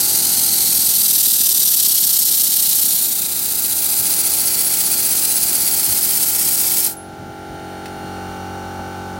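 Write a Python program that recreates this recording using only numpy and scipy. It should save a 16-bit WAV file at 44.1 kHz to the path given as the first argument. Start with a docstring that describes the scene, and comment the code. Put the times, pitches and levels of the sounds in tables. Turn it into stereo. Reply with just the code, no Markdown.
"""Steam engine on compressed air

A small double-acting engine spins on a workbench, heard from a hand-held microphone that circles it.
Its exhaust, a turbulent jet, hisses and chuffs twice a turn and a leak whistles, until the air is shut
off with a metallic ping. Dull bumps and light clicks sound nearby. A piston compressor drones and
rattles in the workshop, held down by automatic gain control until the hiss ends."""
import sys
import numpy as np
from scipy import signal
from scipy.fft import rfft, irfft, next_fast_len
from scipy.io import wavfile
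from scipy.ndimage import uniform_filter1d, map_coordinates

SR = 44100
rng = np.random.default_rng(int(sys.argv[2]) if len(sys.argv) > 2 else 0)


def generate_wav(signal):
    """Clip the signal to [-1, 1] and save it as 16-bit WAV at the path in sys.argv[1]."""
    frames = np.transpose(np.atleast_2d(signal))
    scaled = np.clip(frames, -1, 1) * 32767
    pcm = np.round(scaled).astype(np.int16)
    wavfile.write(sys.argv[1], SR, pcm)


N = 405259
TIME = np.arange(N) / SR
CUTOFF_HZ = 15800

# microphone's path; sides are 0 flywheel, 1 cylinder, 2 flank, 3 column:
# (time [s], side [index], relative exhaust level [dB], comb spacing of the bench echo [Hz])
MIC_PATH = [(0, 0, -7, 2210), (.55, 0, -5.5, 2060), (1.25, 1, 0.7, 1860), (1.9, 1, -0.5, 1970),
            (2.85, 1.5, -3.5, 1860), (3.3, 2.5, -9.5, 1820), (3.75, 2.5, -10.5, 2025), (4.5, 3, -11, 2190),
            (5.3, 3, -10, 2090), (5.9, 3, -10, 2240), (6.3, 3, -9.5, 2370), (6.85, 3, -9, 2340)]
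# directivity, a row per side: (puff depth [factor on dB], leak gain [dB], thud gain [dB])
DIRECTIVITY = [(0.83, -1.5, 1), (1.36, 1, -1), (0.98, 2.5, 1.5), (0.66, 1, 0)]
# crankshaft: (time [s], speed [turns/s])
CRANK_SPEED = [(0.0, 20.84), (0.8, 21.09), (1.2, 20.17), (1.6, 18.08), (2.0, 16.26), (2.4, 16.28),
               (2.8, 15.17), (3.2, 14.96), (3.6, 14.92), (4.0, 14.55), (4.4, 14.69), (4.8, 15.38),
               (5.6, 16.59), (6.4, 15.87), (6.8, 15.7)]
def engine():
    """Angle is the integral of speed: the crank times the air's release until the cock closes."""
    speed, = in_time(CRANK_SPEED)
    turn = np.cumsum(speed) / SR
    side, level_db, comb_hz = in_time(MIC_PATH)
    depth, leak_db, thud_db = [np.interp(side, range(4), c) for c in np.transpose(DIRECTIVITY)]
    hiss = from_db(level_db - 1.5) * exhaust(turn, side, depth, leak_db, comb_hz)
    thuds = chuffs(turn, speed, thud_db + 0.81 * level_db)
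    pipe = coloured([(100, -16), (450, 0), (800, -2.5), (1100, -6.5), (1500, -1), (4000, -58)])
    shut_at_s, closing_s = 6.84, 0.17
    flow = from_db(-60 * np.clip((TIME - shut_at_s) / closing_s, 0, 2) ** 2)
    return flow * (hiss + thuds + from_db(-38) * pipe)


# valve cycle, relative levels: (crank angle [turns], rush [dB], sizzle [dB], leak [dB])
VALVE_CYCLE = [(0, 1.9, 1.5, -4), (.13, 2, 4.5, -1.5), (.26, 3, 5.5, -1), (.39, 1, 5, -12),
               (.48, -3.5, 2, -30), (.56, -2, 2.5, -23), (.66, 0.5, 7, -31), (.82, 2, 5.5, -21),
               (.93, -2, 4.5, 3)]
def exhaust(turn, side, depth, leak_side_db, comb_hz):
    """Amplitude modulation: the valve lets out two unequal puffs a turn, and oil makes them spit."""
    angle, *columns = np.transpose(VALVE_CYCLE)
    rush_db, sizzle_db, leak_db = [np.interp(turn, angle, c, period=1) for c in columns]
    puffs = hollow_ring(jet(side, depth * rush_db, depth * sizzle_db), comb_hz)
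    whistling = leak(leak_db + leak_side_db)
    spitting = from_db(0.94 * drift(450) + 0.4 * drift(60))
    puffs = near_echoes(from_db(-2) * puffs, comb_hz, bench_db=-27)
    whistling = near_echoes(whistling, comb_hz, bench_db=-2)
    return spitting * (puffs + whistling)


# jet spectrum from each side: (frequency [Hz], relative density [dB])
JET_AT_FLYWHEEL = [(590, -49), (1000, -21), (1220, -25), (1510, -21), (1760, -20.5), (3130, -15.5),
                   (4080, -6.5), (4580, -5.5), (5190, -9.5), (6470, -5), (7090, -8), (8620, -1.5),
                   (10100, -6.5), (12600, -3.5), (15700, -10.5)]
JET_AT_CYLINDER = [(590, -59), (1000, -22.5), (1330, -23.5), (1500, -26.5), (1700, -18.5), (2270, -22.5),
                   (2920, -10.5), (3510, -7), (4030, -6), (5900, -2.5), (6770, -5), (8720, 0), (9900, -3.5),
                   (12200, 0), (15700, -7)]
JET_AT_FLANK = [(590, -58), (1000, -29), (1110, -14), (1230, -25), (1330, -14), (1440, -25), (1510, -17),
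                (1920, -16.5), (3210, -9.5), (3950, -1.5), (5020, -5.5), (7070, -1), (9970, 2.5),
                (15400, 0)]
JET_AT_COLUMN = [(590, -42), (1000, -19), (1300, -20.5), (1410, -18.5), (1700, -15.5), (3760, -11.5),
                 (4170, -7), (4580, -6.5), (5320, -8), (7170, -6), (8330, -1.5), (11200, -4.5), (12300, -3),
                 (15200, -5.5), (15700, 0.5)]
def jet(side, rush_db, sizzle_db, split_hz=11000):
    """Turbulence radiates broadband noise whose spectrum depends on direction."""
    spectra = (JET_AT_FLYWHEEL, JET_AT_CYLINDER, JET_AT_FLANK, JET_AT_COLUMN)
    noise = sum(np.sqrt(np.clip(1 - abs(side - k), 0, 1)) * coloured(spectrum)
                for k, spectrum in enumerate(spectra))
    rush = cut(noise, split_hz, "low", order=4) * from_db(rush_db)
    sizzle = cut(noise, split_hz, "high", order=4) * from_db(sizzle_db)
    puffs = rush + sizzle
    return puffs - 0.31 * resonance(puffs, 10980, 4000)   # weaker where the leak sings


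def hollow_ring(x, comb_hz):
    """Cavity resonance between the castings: a peak with a dip below it, moving with the microphone."""
    climb_octaves = 0.15 * np.maximum(TIME - 5.9, 0)   # the microphone sinks toward the bed plate
    peak_hz = 4485 * (comb_hz / 2125) ** 0.86 * 2 ** climb_octaves
    return x + 0.43 * band(x, peak_hz, width_hz=1800) - 0.5 * band(x, 0.847 * peak_hz, width_hz=335)


# whistle of the leak: (frequency [Hz], bandwidth [Hz], relative level [dB])
LEAK_TONES = [(11130, 2000, -4), (9570, 600, -12)]
def leak(level_db):
    """Acoustic shadow: the leak's whistle fades while the cylinder hides it from the microphone."""
    hidden_from_s, hidden_to_s, fade_s = 1.1, 3.63, 0.45
    shadow_db = -18 * np.clip(np.minimum(TIME - hidden_from_s, hidden_to_s - TIME) / fade_s, 0, 1)
    tones = sum(from_db(db) * whistle(hz, width) for hz, width, db in LEAK_TONES)
    return tones * from_db(level_db + shadow_db)


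def near_echoes(x, comb_hz, bench_db):
    """Comb filtering: echoes off bench and castings interfere, sweeping as the microphone moves."""
    castings = sum(delayed(x, lag_s + 0.00008 * drift(1.5)) for lag_s in (0.000933, 0.0023))
    return x + from_db(bench_db) * delayed(x, 1 / comb_hz) + from_db(-17) * castings


def chuffs(turn, speed, gain_db):
    """Pulse excitation: air freed at each dead centre thuds, harder at speed, and shakes the bench."""
    stroke_phase = (2 * turn + 0.099) % 1
    pulse = np.exp(-stroke_phase / 0.23)
    push = rms_one(resonance(pulse, 216, 160))
    eddies = rms_one(resonance(rng.standard_normal(N) * (pulse + 0.25), 220, 165))
    thud = rms_one(cut(cut(push + 1.63 * eddies, 410, "low"), 92, "high"))
    bench = resonance(pulse * from_db(3 * drift(20)), hz=62, width_hz=26)
    shake = from_db(-12) * rms_one(cut(bench, 124, "low"))
    speed_db = 0.76 * (speed - 17)
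    return from_db(-29 + gain_db + speed_db) * (thud + shake)


# modes of the brass fitting: (frequency [Hz], relative level [dB], 60 dB decay time [s])
FITTING_MODES = [(8683, -11, 0.2), (9400, -16, 0.37), (10920, 1.5, 0.3)]
def ping(at_s=6.968):
    """Free vibration: a brass fitting rings in damped modes as the air stops."""
    return from_db(-27) * sum(from_db(db) * decay(at_s, t60) * np.sin(2 * np.pi * hz * TIME)
                              for hz, db, t60 in FITTING_MODES)


# light metal contacts: (time [s], level [dB])
CLICKS = [(6.968, -41), (7.857, -29.5), (7.881, -38)]
def clicks():
    """Brief contacts have broad spectra: bright noise that dies quickly."""
    noise = coloured([(600, -20.5), (1800, 6), (6000, 1), (12000, -7), (15700, -7)])
    return noise * sum(from_db(db) * decay(s, t60=0.053) for s, db in CLICKS)


# dull impacts, before smoothing: (time [s], level [dB], 60 dB decay time [s])
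BUMPS = [(3.78, -36.5, 0.25), (4.0, -28, 0.16), (5.55, -35, .2), (5.88, -24, 0.22), (6.2, -28, .15),
         (6.45, -21, .15), (7.07, -33, 0.62), (7.19, -28, 0.53), (7.269, -38, 0.24), (7.49, -31, 0.81),
         (7.97, -35, 0.17), (8.04, -30, 0.11), (8.8, -31, 0.116)]
def bumps():
    """Soft impacts carry mostly low frequencies: bursts of dark noise with rounded onsets."""
    envelope = uniform_filter1d(sum(from_db(db) * decay(s, t60) for s, db, t60 in BUMPS), size=1300)
    return envelope * coloured([(25, -12), (55, -2), (180, 0.5), (320, -5.5), (900, -23), (3000, -55)])


def knock(at_s=8.79):
    """Heavy damping broadens a resonance: one dull knock of vague pitch."""
    body = rms_one(resonance(rng.standard_normal(N), hz=820, width_hz=250))
    return cut(from_db(-30) * decay(at_s, t60=0.15) * body, 1320, "low")


COMPRESSOR_HZ = 45.94
# path through the drone's field: (time [s], position [0 at the engine, 1 aside], level [dB])
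DRONE_PATH = [(0, 0.3, -27), (.7, 0.66, -28.7), (2.9, 0.59, -30.5), (4.4, 0.05, -32.5), (5.6, 0.25, -31),
              (7.65, 0, -29.5), (8.3, 0.83, -28.5), (9.2, 0.93, -29)]
def compressor():
    """Standing waves: the steady pump changes in level and timbre as the microphone moves."""
    cycle = COMPRESSOR_HZ * TIME + 0.003 * drift(3)
    aside, level_db = in_time(DRONE_PATH)
    return from_db(level_db) * (drone(cycle, aside) + from_db(-23.5) * rattle(cycle))


# pump spectrum at two places: (harmonic [number], relative level [dB])
DRONE_AT_ENGINE = [(1, -18), (2, -3), (3, -6), (4, -2), (5, -4), (6, -3.5), (7, 2), (8, 0.5), (9, -1),
                   (10, -12.5), (11, -7.5), (12, -10.5), (13, -23), (14, -3.5), (15, -5), (16, -7),
                   (17, 1.5), (18, 1.5), (19, -2), (20, -18), (21, -37), (22, -18), (23, -32.5), (24, -18),
                   (25, -30), (26, -16), (27, -21), (28, -17), (29, -13), (30, -1), (31, -13), (32, -10.5),
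                   (33, -8), (34, -11)]
DRONE_ASIDE = [(1, -15), (2, -1.5), (3, -10.5), (4, -1.5), (5, -5.5), (6, -8), (7, -6), (8, -4), (9, -7.5),
               (10, -27), (11, -14), (12, -11), (13, -20), (14, -14.5), (15, -21.5), (16, -12.5), (17, 0),
               (18, -4), (19, -3.5), (20, -15), (21, -19), (22, -17.5), (23, -24), (24, -18), (25, -15.5),
               (26, -15), (27, -20), (28, -15), (29, -9.5), (30, -10), (31, -21), (32, -11), (33, -6.5),
               (34, -26)]
# the piston thumps first, the shell rings later: (frequency [Hz], group delay [cycles])
DRONE_DELAY = [(46, 0.772), (230, 0.7575), (400, 0.4895), (600, 0.799), (830, 1.01), (1000, 1.15),
               (1500, 1.28)]
def drone(cycle, aside):
    """Periodic forcing: the piston radiates a harmonic series."""
    harmonics = np.arange(1, len(DRONE_ASIDE) + 1)
    lags = np.cumsum(np.interp(harmonics * COMPRESSOR_HZ, *np.transpose(DRONE_DELAY)))
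    smear = np.interp(harmonics, [3, 10], [0.09, 0.23])   # wall echoes scatter the upper phases most
    lags += smear * rng.standard_normal(len(lags))
    spectra = [from_db(np.interp(harmonics, *np.transpose(t))) for t in (DRONE_AT_ENGINE, DRONE_ASIDE)]
    near, far = [gains * np.sqrt(2 / np.sum(gains ** 2)) for gains in spectra]
    return sum((a + aside * (b - a)) * from_db(0.5 * drift(1.486)) * np.cos(2 * np.pi * (k * cycle - lag))
               for k, a, b, lag in zip(harmonics, near, far, lags))


# rattling parts: (nominal frequency [Hz], bandwidth [Hz], relative level [dB], time when loudest [s])
LOOSE_PARTS = [(1790, 200, 5.5, 7.65), (2067, 29, 0.5, 7.55), (2250, 90, -5, 8.6), (2802, 5, 1.5, 8.2),
               (2986, 10, 0.5, 7.62), (3715, 11, -3, 7.6), (4310, 6.4, 1, 7.97), (5760, 100, -1, 8.6),
               (9070, 180, 1, 7.8)]
def rattle(cycle):
    """Forced vibration: contacts repeat each cycle, so each part rings at the nearest pump harmonic."""
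    contacts = rng.standard_normal(960)
    index = (cycle % 1 * len(contacts)).astype(int) % len(contacts)
    shaking = contacts[index] + 0.063 * rng.standard_normal(N)
    sound = np.zeros(N)
    for hz, width_hz, db, loudest_s in LOOSE_PARTS:
        harmonic_hz = COMPRESSOR_HZ * np.round(hz / COMPRESSOR_HZ)
        passing_db = 5 * (np.exp(-((TIME - loudest_s) / 0.47) ** 2) - 1)   # the microphone passes by
        sound += from_db(db + passing_db) * rms_one(resonance(shaking, harmonic_hz, width_hz))
    return sound


# room noise: (frequency [Hz], relative density [dB])
WORKSHOP_SPECTRUM = [(25, -20), (55, 3.5), (150, -3), (400, -6), (800, -3), (1100, -18.5), (1450, -6),
                     (2000, -16), (4000, -16.5), (6500, -19), (8000, -23.5), (12000, -27.5), (15700, -22.5)]
def workshop():
    """Stationary noise forms the floor under all other sounds."""
    return from_db(-38.5) * coloured(WORKSHOP_SPECTRUM)


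def from_db(db):
    """Decibels to amplitude ratio."""
    return 10 ** (np.asarray(db) / 20)


def rms_one(x):
    """Normalisation to unit rms."""
    return x / np.sqrt(np.mean(x ** 2) + 1e-20)


def in_time(rows):
    """Linear interpolation of each column over time."""
    s, *columns = np.transpose(rows)
    return [np.interp(TIME, s, c) for c in columns]


def drift(rate_hz):
    """Random fluctuation of unit rms."""
    points = rng.standard_normal(int(TIME[-1] * rate_hz) + 3)
    return rms_one(np.interp(TIME * rate_hz, np.arange(len(points)), points))


def coloured(spectrum):
    """Spectral shaping: unit-rms noise from (frequency [Hz], relative density [dB])."""
    size = next_fast_len(N)
    freqs = np.maximum(np.arange(size // 2 + 1) * SR / size, 1)
    hz, db = np.transpose(spectrum)
    gain = from_db(np.interp(np.log(freqs), np.log(hz), db)) * (freqs < 1.03 * CUTOFF_HZ)
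    return rms_one(irfft(rfft(rng.standard_normal(size)) * gain, size)[:N])


def whistle(centre_hz, width_hz):
    """Narrowband noise: a carrier of randomly wandering amplitude and phase sounds breathy."""
    steps = width_hz * TIME
    points = rng.standard_normal((2, int(steps[-1]) + 4))
    cosine, sine = [map_coordinates(row, [steps], order=3) for row in points]
    angle = 2 * np.pi * centre_hz * TIME
    return rms_one(cosine * np.cos(angle) + sine * np.sin(angle))


def cut(x, hz, kind, order=2):
    """Maximally flat low-pass or high-pass filter."""
    return signal.sosfilt(signal.butter(order, hz, kind, fs=SR, output="sos"), x)


def resonance(x, hz, width_hz):
    """Two-pole resonator with unit peak gain."""
    r = np.exp(-np.pi * width_hz / SR)
    feedback = [1, -2 * r * np.cos(2 * np.pi * hz / SR), r * r]
    return signal.lfilter(np.array([1, 0, -1]) * (1 - r * r) / 2, feedback, x)


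def band(x, centre_hz, width_hz):
    """Heterodyne band-pass around a moving centre."""
    carrier = np.exp(2j * np.pi * np.cumsum(centre_hz) / SR)
    return 2 * np.real(cut(x / carrier, width_hz / 2, "low", order=1) * carrier)


def decay(start_s, t60):
    """Exponential decay, 60 dB in t60 seconds."""
    age = TIME - start_s
    return from_db(-60 * np.maximum(age, 0) / t60) * ((age >= 0) & (age < 2 * t60))


def delayed(x, lag_s):
    """Propagation delay that may vary in time."""
    return map_coordinates(x, [(TIME - lag_s) * SR], order=3)


def scene():
    """Superposition: all sources add at one microphone, alike in both channels."""
    sound = engine() + compressor() + bumps() + knock() + clicks() + ping() + workshop()
    return np.array([sound, sound])


def gain_control(x, threshold_db, squeeze, release_db_per_s):
    """Dynamic compression: loud sound lowers the gain quickly, and it creeps back afterwards."""
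    level_db = 10 * np.log10(uniform_filter1d(x[0] ** 2, size=2800) + 1e-12)
    reduction_db = squeeze * np.maximum(level_db - threshold_db, 0)
    release_db = release_db_per_s * TIME
    held_db = np.maximum.accumulate(reduction_db + release_db) - release_db
    return x * from_db(-uniform_filter1d(held_db, size=2000))


def record(dry):
    """Limited bandwidth and range: bass cut, gain control, peak clipping and a steep treble cut."""
    bass_cut = cut(dry, 38, "high")
    levelled = gain_control(bass_cut, threshold_db=-16.5, squeeze=0.83, release_db_per_s=5.0)
    clipped = np.clip(levelled, -0.85, 0.85)
    return signal.sosfilt(signal.ellip(12, 0.1, 80, CUTOFF_HZ, fs=SR, output="sos"), clipped)


dry = scene()
out = record(dry)
generate_wav(out)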